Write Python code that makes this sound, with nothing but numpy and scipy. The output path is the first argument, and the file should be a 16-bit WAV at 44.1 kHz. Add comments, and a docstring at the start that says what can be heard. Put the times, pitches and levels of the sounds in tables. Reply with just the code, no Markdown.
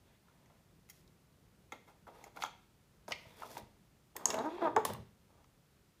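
"""Capsule into the coffee machine

A hand lifts a plastic capsule from a kitchen counter, drops it into the slot of a coffee machine and pulls the
steel lever shut. Capsule, lever and latch knock as noise bursts through resonances; the brewing head slides and
scrapes (grainy noise) and creaks (stick-slip pulses) in its plastic housing. The machine rocks on the counter,
a small hard room answers with decaying noise, and low rumble and microphone hiss lie beneath."""
import sys
import numpy as np
from scipy import signal
from scipy.fft import rfft, irfft
from scipy.io import wavfile
from scipy.ndimage import uniform_filter1d

SR = 44100
rng = np.random.default_rng(int(sys.argv[2]) if len(sys.argv) > 2 else 0)


def wav_out(sig):
    """Save sig, one row per channel (or a flat mono array), as 16-bit PCM at SR to the path in sys.argv[1]."""
    wavfile.write(sys.argv[1], SR, np.round(np.clip(np.atleast_2d(sig).T, -1, 1) * 32767).astype(np.int16))


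N = 264600

# Background spectrum, relative: f/Hz, density/dB
FLOOR = [(21, -32), (35, -3.5), (154, -2.5), (214, -5.5), (243, -10.5), (314, -12), (375, -11.5),
         (437, -13.5), (691, -18), (1040, -20), (1310, -20.5), (1410, -20.5), (1560, -22), (15500, -32)]
FLOOR_DB = -68.5  # rms of rumble and hiss together, before the rumble swells
# Swell of the rumble, relative to its mean over the last half second: t/s, level/dB
RUMBLE = [(0, -66.5), (.25, -66), (.45, -64.5), (2.0, -65), (2.7, -65.5), (3.5, -62.5), (4.0, -65.5),
          (5.4, -66.5), (6, -67.5)]

# Strokes of sliding parts: t/s, length/s, scrape/dB, rasp/dB, hiss/dB, time to swell by SWELL_DB/s
SLIDES = [(.06, 0.094, -78, -78.5, -98, .1), (.28, 0.334, -76, -84, -99, 0.12),
          (.93, 0.067, -93, -81, -74.5, .04), (1.725, .02, -60, -66, -75, .008),
          (1.88, 0.024, -65, -78, -75, 0.033), (2.072, 0.025, -56.5, -73, -76.5, 0.0036),
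          (2.148, 0.13, -61.5, -73.5, -74.5, .05), (2.365, 0.0088, -52, -66, -63.5, 0.026),
          (2.413, 0.017, -61, -59, -55, 0.029), (3.086, 0.018, -49.5, -64, -63, .008),
          (3.136, .18, -68, -71.5, -76, .03), (3.397, 0.064, -61.5, -64.5, -68, 0.27),
          (3.436, 0.016, -53, -73, -69, .02), (3.509, 0.083, -58, -67.5, -61, 0.22),
          (3.57, 0.0087, -53, -60, -62, 0.009), (4.156, 0.088, -52.5, -72.5, -73.5, .006),
          (4.256, .09, -43, -60, -58.5, 0.0067), (4.37, 0.09, -42.5, -68.5, -70, .03),
          (4.49, 0.15, -55.5, -60.5, -78, 0.04), (4.62, 0.054, -40, -60, -72, .03),
          (4.78, 0.024, -45.5, -63, -72, .015), (4.85, 0.0033, -40.5, -50, -41, .003),
          (4.872, 0.057, -50.5, -64, -63, .02), (5.303, .11, -72, -90, -94, .05)]
SWELL_DB = 30
# Fades of scrape, rasp and hiss: rate/(dB/s)
SLIDE_FADE_DB_S = (262, 299.5, 449)
# Resonances of the plastic housing: f/Hz, width/Hz, level/dB
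HOUSING = [(119.5, 10, -26), (233, 52, -6.5), (346.3, 45, -1.5), (442.3, 94, -2.5), (657.7, 63, 0.5),
           (807, 63, -2.5), (943, 76.5, 0.5), (1245, 160, -8), (1342, 86, -9.5), (1574, 250, -14),
           (2396, 1120, -43), (3240, 330, -36.5)]
# Resonances that colour the rasp, then the hiss: f/Hz, width/Hz, level/dB
RASP = [(2060, 1950, 2.5), (2910, 320, 5.5), (3414, 500, 0)]
HISS = [(4946, 3050, -2), (7500, 1600, 1.5), (11600, 9500, -4.5)]
HISS_TILT = [(8850, 22000, 0)]

# Echo of the kitchen: band centre f/Hz, t60/s, level of the noise before its band filter/dB
ROOM = [(297, .45, -6.5), (940, 0.36, -12.5), (3000, 0.48, -9), (7000, 0.26, -13), (11500, 0.25, -16)]

# Knocks: t/s, peak level of low, middle and high modes/dB (three columns),
# f favoured by the struck spot/Hz, decay time constant of the low chatter/ms
CAPSULE_HITS = [(0.282,-60.5,-78,-77,1300,12), (0.459,-69,-62,-63,4630,2.7), (0.498,-60,-65.5,-76,800,11),
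                (0.889,-64,-59,-56,7000,5), (0.898,-65,-51,-40.5,7500,9.2), (1.077,-75,-58,-63,3900,2.2),
                (1.721,-38,-39,-42.5,494,8.3), (1.877,-55,-60.5,-76,950,20), (2.068,-48,-69,-67,1140,5),
                (2.082,-43,-59.5,-74,580,7.8), (2.24,-48,-45.5,-45.5,820,6.7), (2.361,-51,-55,-68,697,3),
                (2.37,-43,-47,-63,1400,6.1), (2.401,-44,-58,-56,921,1.5), (2.422,-32,-29.5,-40,3260,5.3),
                (2.437,-21.5,-36.5,-32.5,1100,2.2), (2.447,-30.5,-36,-52,3240,4.7),
                (2.459,-36.5,-44,-49,3240,8.2)]
LEVER_HITS = [(3.080, -38, -57, -46, 870, 5.5), (3.087, -56, -58, -45.5, 11000, 3.5),
              (3.109, -36, -46, -45, 654, 5.4), (3.1195, -41, -27.5, -31.5, 1300, 4.5),
              (3.127, -58, -37, -58, 2500, 14), (3.254, -52, -72, -66, 800, 5.2),
              (3.420, -35.5, -57, -58, 1210, 7.8), (3.432, -35.5, -63, -64, 1200, 2.4),
              (3.569, -35.5, -46, -59, 900, 1.7), (5.374, -67, -74, -79, 1140, 3.3),
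              (5.443, -58.5, -62.5, -61, 1210, 1.8)]
LATCH_HITS = [(4.157,-41.5,-64.5,-67.5,586,4), (4.165,-43,-38.5,-29.5,11200,3.4),
              (4.2562,-28.5,-46.5,-11,6730,1.9), (4.303,-32.5,-31,-25.5,5300,6.4),
              (4.342,-28.5,-34.5,-36.5,638,3.6), (4.388,-34.5,-37,-45,3200,5), (4.582,-36.5,-60,-71,900,3),
              (4.7635,-14.5,-38,-32.5,1152,1.5), (4.768,-23,-45,-49.5,904,1.7),
              (4.851,-23,-29.5,-21.5,11500,2.4), (4.899,-34.5,-46,-56,521.2,5),
              (4.935,-49,-41.5,-36,11000,1.3), (4.947,-42.5,-47,-62,1138,3.9)]
# Resonances of each struck object: f/Hz, width/Hz, level/dB
CAPSULE = [(261, 21, 4.5), (548, 28, -6), (1030, 91, -11), (775, 130, 3.5), (1378, 99, 7), (2116, 200, 3.5),
           (2670, 150, -4.5), (3240, 158, 3), (3850, 910, -5.5), (6390, 810, -13), (7900, 1600, -15.5),
           (11500, 14000, -12.5)]
LEVER = [(403, 80, -16), (630, 140, 1.5), (920, 120, 4.5), (1100, 170, 0), (1300, 82, 4), (1985, 210, 1),
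         (2360, 500, -3), (3000, 270, 1), (3370, 570, -2), (4380, 170, -20), (5030, 950, 17),
         (6370, 1000, 15), (9500, 4500, 11.5), (13500, 3000, -5)]
LATCH = [(340, 43, 0), (430, 130, 0.5), (663.3, 90, 0.5), (942, 240, 0.5), (1137, 140, 1.5),
         (1550, 820, -11.5), (1980, 450, -2.5), (2760, 130, -0.5), (3530, 660, -0.5), (4496, 720, -5),
         (5493, 600, 1.5), (6480, 300, -5.5), (6510, 430, 3), (8400, 1200, -7.5), (10040, 2100, -9.5),
         (13260, 3400, -10), (14560, 1500, -4.5)]
# Pitch each object favours in a group that does not hold the struck spot's pitch: low, middle, high f/Hz
CAPSULE_HZ = (1130, 2220, 6400)
LEVER_HZ = (950, 2460, 5970)
LATCH_HZ = (850, 2410, 7500)
# Borders between low, middle and high modes: f/Hz
BAND_EDGES_HZ = 1800, 4500
# Low, middle and high modes radiate little above these: f/Hz
REACH_HZ = 2500, 6700, 19220

# The machine rocks on the counter as the hand leans on the lever: t/s, length/s, level/dB
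ROCKING = [(3.06, .1, -69), (3.58, .05, -63), (4.35, 0.0088, -53), (4.7, .1, -61), (4.9, 0.066, -47.5)]
ROCK_RISE_DB_S, ROCK_FADE_DB_S = 129, 134.5
# The machine thumps down on the counter: t/s, peak level/dB
THUMPS = [(3.113, -50.5), (3.259, -53), (3.621, -48), (4.769, -51), (4.903, -42), (4.991, -45)]
# Resonances of the counter top: f/Hz, width/Hz, level/dB
COUNTER = [(80.6, 20, -9.5), (122, 14, -1), (162, 30, -8), (210.4, 8, 0.5)]

# Bouts of stick-slip in the hinge: t/s, length/s, knocks of the slips/dB, hum at the slip rate/dB
CREAKS = [(4.335, 0.077, -38.5, -67), (4.41, .03, -48, -49.5), (4.447, .042, -42, -40.5),
          (4.515, 0.053, -54, -46.5), (4.585, 0.023, -57, -52), (4.623, .06, -32, -44.5),
          (4.69, 0.035, -54.5, -49), (4.77, 0.017, -31, -30.5), (4.795, 0.038, -54, -64)]
CREAK_RISE_DB_S, CREAK_FADE_DB_S = 1501, 2200
# How fast the hinge slips: t/s, slips per second f/Hz
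SLIP_RATE = [(4.30, 200.6), (4.40, 220), (4.47, 326), (4.57, 359), (4.60, 409), (4.625, 331), (4.65, 325),
             (4.685, 300), (4.74, 335), (4.764, 442), (4.84, 457)]

TOP_HZ = 15300  # the recorder's upper limit


def undb(db):
    """dB to amplitude gain."""
    return 10 ** (np.asarray(db) / 20)


def unit(x):
    """Scale to rms 1."""
    return x / np.sqrt(np.mean(x ** 2))


def ring(x, modes):
    """Excite resonances in parallel, neighbours in opposite phase."""
    out = 0
    for k, (hz, width_hz, db) in enumerate(modes):
        b, a = signal.iirpeak(hz, hz / width_hz, SR)
        out = out + (-1) ** k * undb(db) * signal.lfilter(b, a, x)
    return out


def soften(x, hz):
    """Rounded contact: little force above hz."""
    return signal.sosfilt(signal.butter(2, hz, fs=SR, output="sos"), x)


def walk(rate_hz):
    """Glide between random levels, rate_hz new ones a second, with a spread near 1."""
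    k = int(SR / rate_hz)
    held = np.repeat(rng.standard_normal(N // k + 1), k)
    return uniform_filter1d(held, k)[:N]


def bouts(rows, column, rise_db_s, fade_db_s):
    """Gain over time: each row swells to its level, holds it for its length and fades."""
    t = np.arange(0, N, 16) / SR  # coarse time grid
    rows = np.array(rows)
    start = rows[:, :1]
    end = start + rows[:, 1:2]
    rise_db = rise_db_s * np.maximum(start - t, 0)
    fade_db = fade_db_s * np.maximum(t - end, 0)
    gains = undb(rows[:, [column]] - rise_db - fade_db)
    total = np.sqrt(np.sum(gains ** 2, axis=0))
    return np.interp(np.arange(N) / SR, t, total)


def background():
    """Shaped noise: steady hiss over a rumble whose level wanders."""
    hz = np.fft.rfftfreq(N, 1 / SR)
    floor_hz, floor_db = np.array(FLOOR).T
    colour = undb(np.interp(np.log(hz + 1), np.log(floor_hz), floor_db))
    spectrum = rfft(rng.standard_normal(N)) * colour
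    low_share = 1 / (1 + (hz / 600) ** 2)  # rumble gives way to hiss around 600 Hz
    rumble = irfft(spectrum * low_share, N)
    hiss = irfft(spectrum * (1 - low_share), N)
    swell_db = np.interp(np.arange(N) / SR, *np.array(RUMBLE).T)
    swell = undb(swell_db + 1.2 * walk(9))
    swell = swell / swell[-N // 12:].mean()
    return undb(FLOOR_DB) * (rumble * swell + hiss) / np.std(rumble + hiss)


def slides():
    """Dense uneven grains of friction ring the housing; finer ones rasp, the finest hiss."""
    grains = rng.standard_normal(N) * (rng.random(N) < .1)  # one sample in ten
    scrape = ring(soften(grains * undb(2.5 * walk(150)), 3000), HOUSING)
    rasp_noise = rng.standard_normal(N) * undb(2 * walk(200))
    rasp = ring(ring(rasp_noise, RASP), RASP)  # twice, for sharper peaks
    hiss = ring(ring(grains * undb(2.2 * walk(200)), HISS), HISS_TILT)
    rise_db_s = SWELL_DB / np.array(SLIDES)[:, 5:]
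    out = np.zeros(N)
    for k, layer in enumerate([scrape, rasp, hiss]):
        out += bouts(SLIDES, 2 + k, rise_db_s, SLIDE_FADE_DB_S[k]) * unit(layer)
    return out


def room(x):
    """Diffuse answer of the walls: noise dying away band by band."""
    t = np.arange(SR // 2) / SR
    tail = 0
    for hz, t60, db in ROOM:
        band = signal.butter(2, [hz / 1.8, hz * 1.8], "bandpass", fs=SR, output="sos")
        noise = signal.sosfilt(band, rng.standard_normal(len(t)))
        decay = np.exp(-np.log(1000) * t / t60) * np.clip(t / 0.002, 0, 1)  # 2 ms onset
        tail = tail + undb(db) * noise * decay / np.sqrt(np.sum(decay ** 2))
    return signal.fftconvolve(x, tail)[:N]


def knocks(hits, modes, usual_hz, focus_db, scatter_db=2.0):
    """Brief noisy chatter rings the modes; those off the favoured pitch lose focus_db an octave."""
    t = np.arange(8192) / SR
    out = np.zeros(N + len(t))
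    modes = np.array(modes)
    group = np.searchsorted(BAND_EDGES_HZ, modes[:, 0])  # 0 low, 1 middle, 2 high
    for s, *peaks_db, spot_hz, chatter_ms in hits:
        spot_group = np.searchsorted(BAND_EDGES_HZ, spot_hz)
        favoured_hz = np.where(group == spot_group, spot_hz, np.array(usual_hz)[group])
        octaves_off = np.abs(np.log2(modes[:, 0] / favoured_hz))
        struck = modes.copy()
        struck[:, 2] += scatter_db * rng.standard_normal(len(modes)) - focus_db * octaves_off
        noise = rng.standard_normal(len(t))
        noise[0] = 1.0  # the first contact always has the same force
        at = int(s * SR)
        for k, db in enumerate(peaks_db):
            # the treble of the chatter dies first
            chatter = noise * np.exp(-t * 1000 * (1 + 0.13 * k) / np.clip(chatter_ms, .1, 30))
            sound = soften(ring(chatter, struck[group == k]), REACH_HZ[k])
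            out[at:at + len(t)] += undb(db) * sound / np.abs(sound).max()
    return out[:N]


def capsule_knocks():
    """The light plastic capsule rings as it is handled and dropped into the slot."""
    return knocks(CAPSULE_HITS, CAPSULE, CAPSULE_HZ, focus_db=14.4)


def rocking(push_ms=4.7):
    """Uneven noise judders the counter top; soft pushes ring it as thumps."""
    noise = rng.standard_normal(N) * undb(2.9 * walk(40))
    judder = bouts(ROCKING, 2, ROCK_RISE_DB_S, ROCK_FADE_DB_S) * unit(ring(noise, COUNTER))
    t = np.arange(SR // 2) / SR
    thump = ring(t * np.exp(-t * 1000 / push_ms), COUNTER)
    starts = np.zeros(N)
    for s, db in THUMPS:
        starts[int(s * SR)] = undb(db)
    return judder + signal.fftconvolve(starts, thump / np.abs(thump).max())[:N]


def lever_knocks():
    """The steel lever rings, each knock strongly focused on its favoured pitches."""
    return knocks(LEVER_HITS, LEVER, LEVER_HZ, focus_db=21.5)


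def latch_knocks():
    """The latch clacks through many modes, reaching far into the treble."""
    return knocks(LATCH_HITS, LATCH, LATCH_HZ, focus_db=15.0)


def creaks(jitter=.022, size_db=4.0):
    """One slip per cycle of a wavering rate knocks the housing, which also hums along at that rate."""
    slip_s, slip_hz = np.array(SLIP_RATE).T
    rate = np.interp(np.arange(N) / SR, slip_s, slip_hz) * (1 + jitter * walk(120))
    cycles = np.cumsum(rate) / SR
    slips = np.diff(np.floor(cycles), prepend=0)  # a pulse as each cycle completes
    slips = slips * undb(size_db * rng.standard_normal(N))
    knock = ring(soften(slips - slips.mean(), 2000), HOUSING)
    hum = np.sin(2 * np.pi * cycles) * undb(0.86 * walk(70))
    out = np.zeros(N)
    for k, layer in enumerate([knock, hum]):
        out += bouts(CREAKS, 2 + k, CREAK_RISE_DB_S, CREAK_FADE_DB_S) * unit(layer)
    return out


def scene():
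    """All contacts close by, their echo in the kitchen, and the background."""
    hits = capsule_knocks() + lever_knocks() + latch_knocks()
    near = hits + slides() + creaks() + rocking()
    return (near + room(near) + background())[None]


def record(dry):
    """The microphone loses the deepest bass and the recorder cuts the top."""
    thin = signal.sosfilt(signal.butter(2, 36, "highpass", fs=SR, output="sos"), dry)
    return signal.sosfilt(signal.ellip(8, .2, 60, TOP_HZ, fs=SR, output="sos"), thin)


dry = scene()
out = record(dry)
wav_out(out)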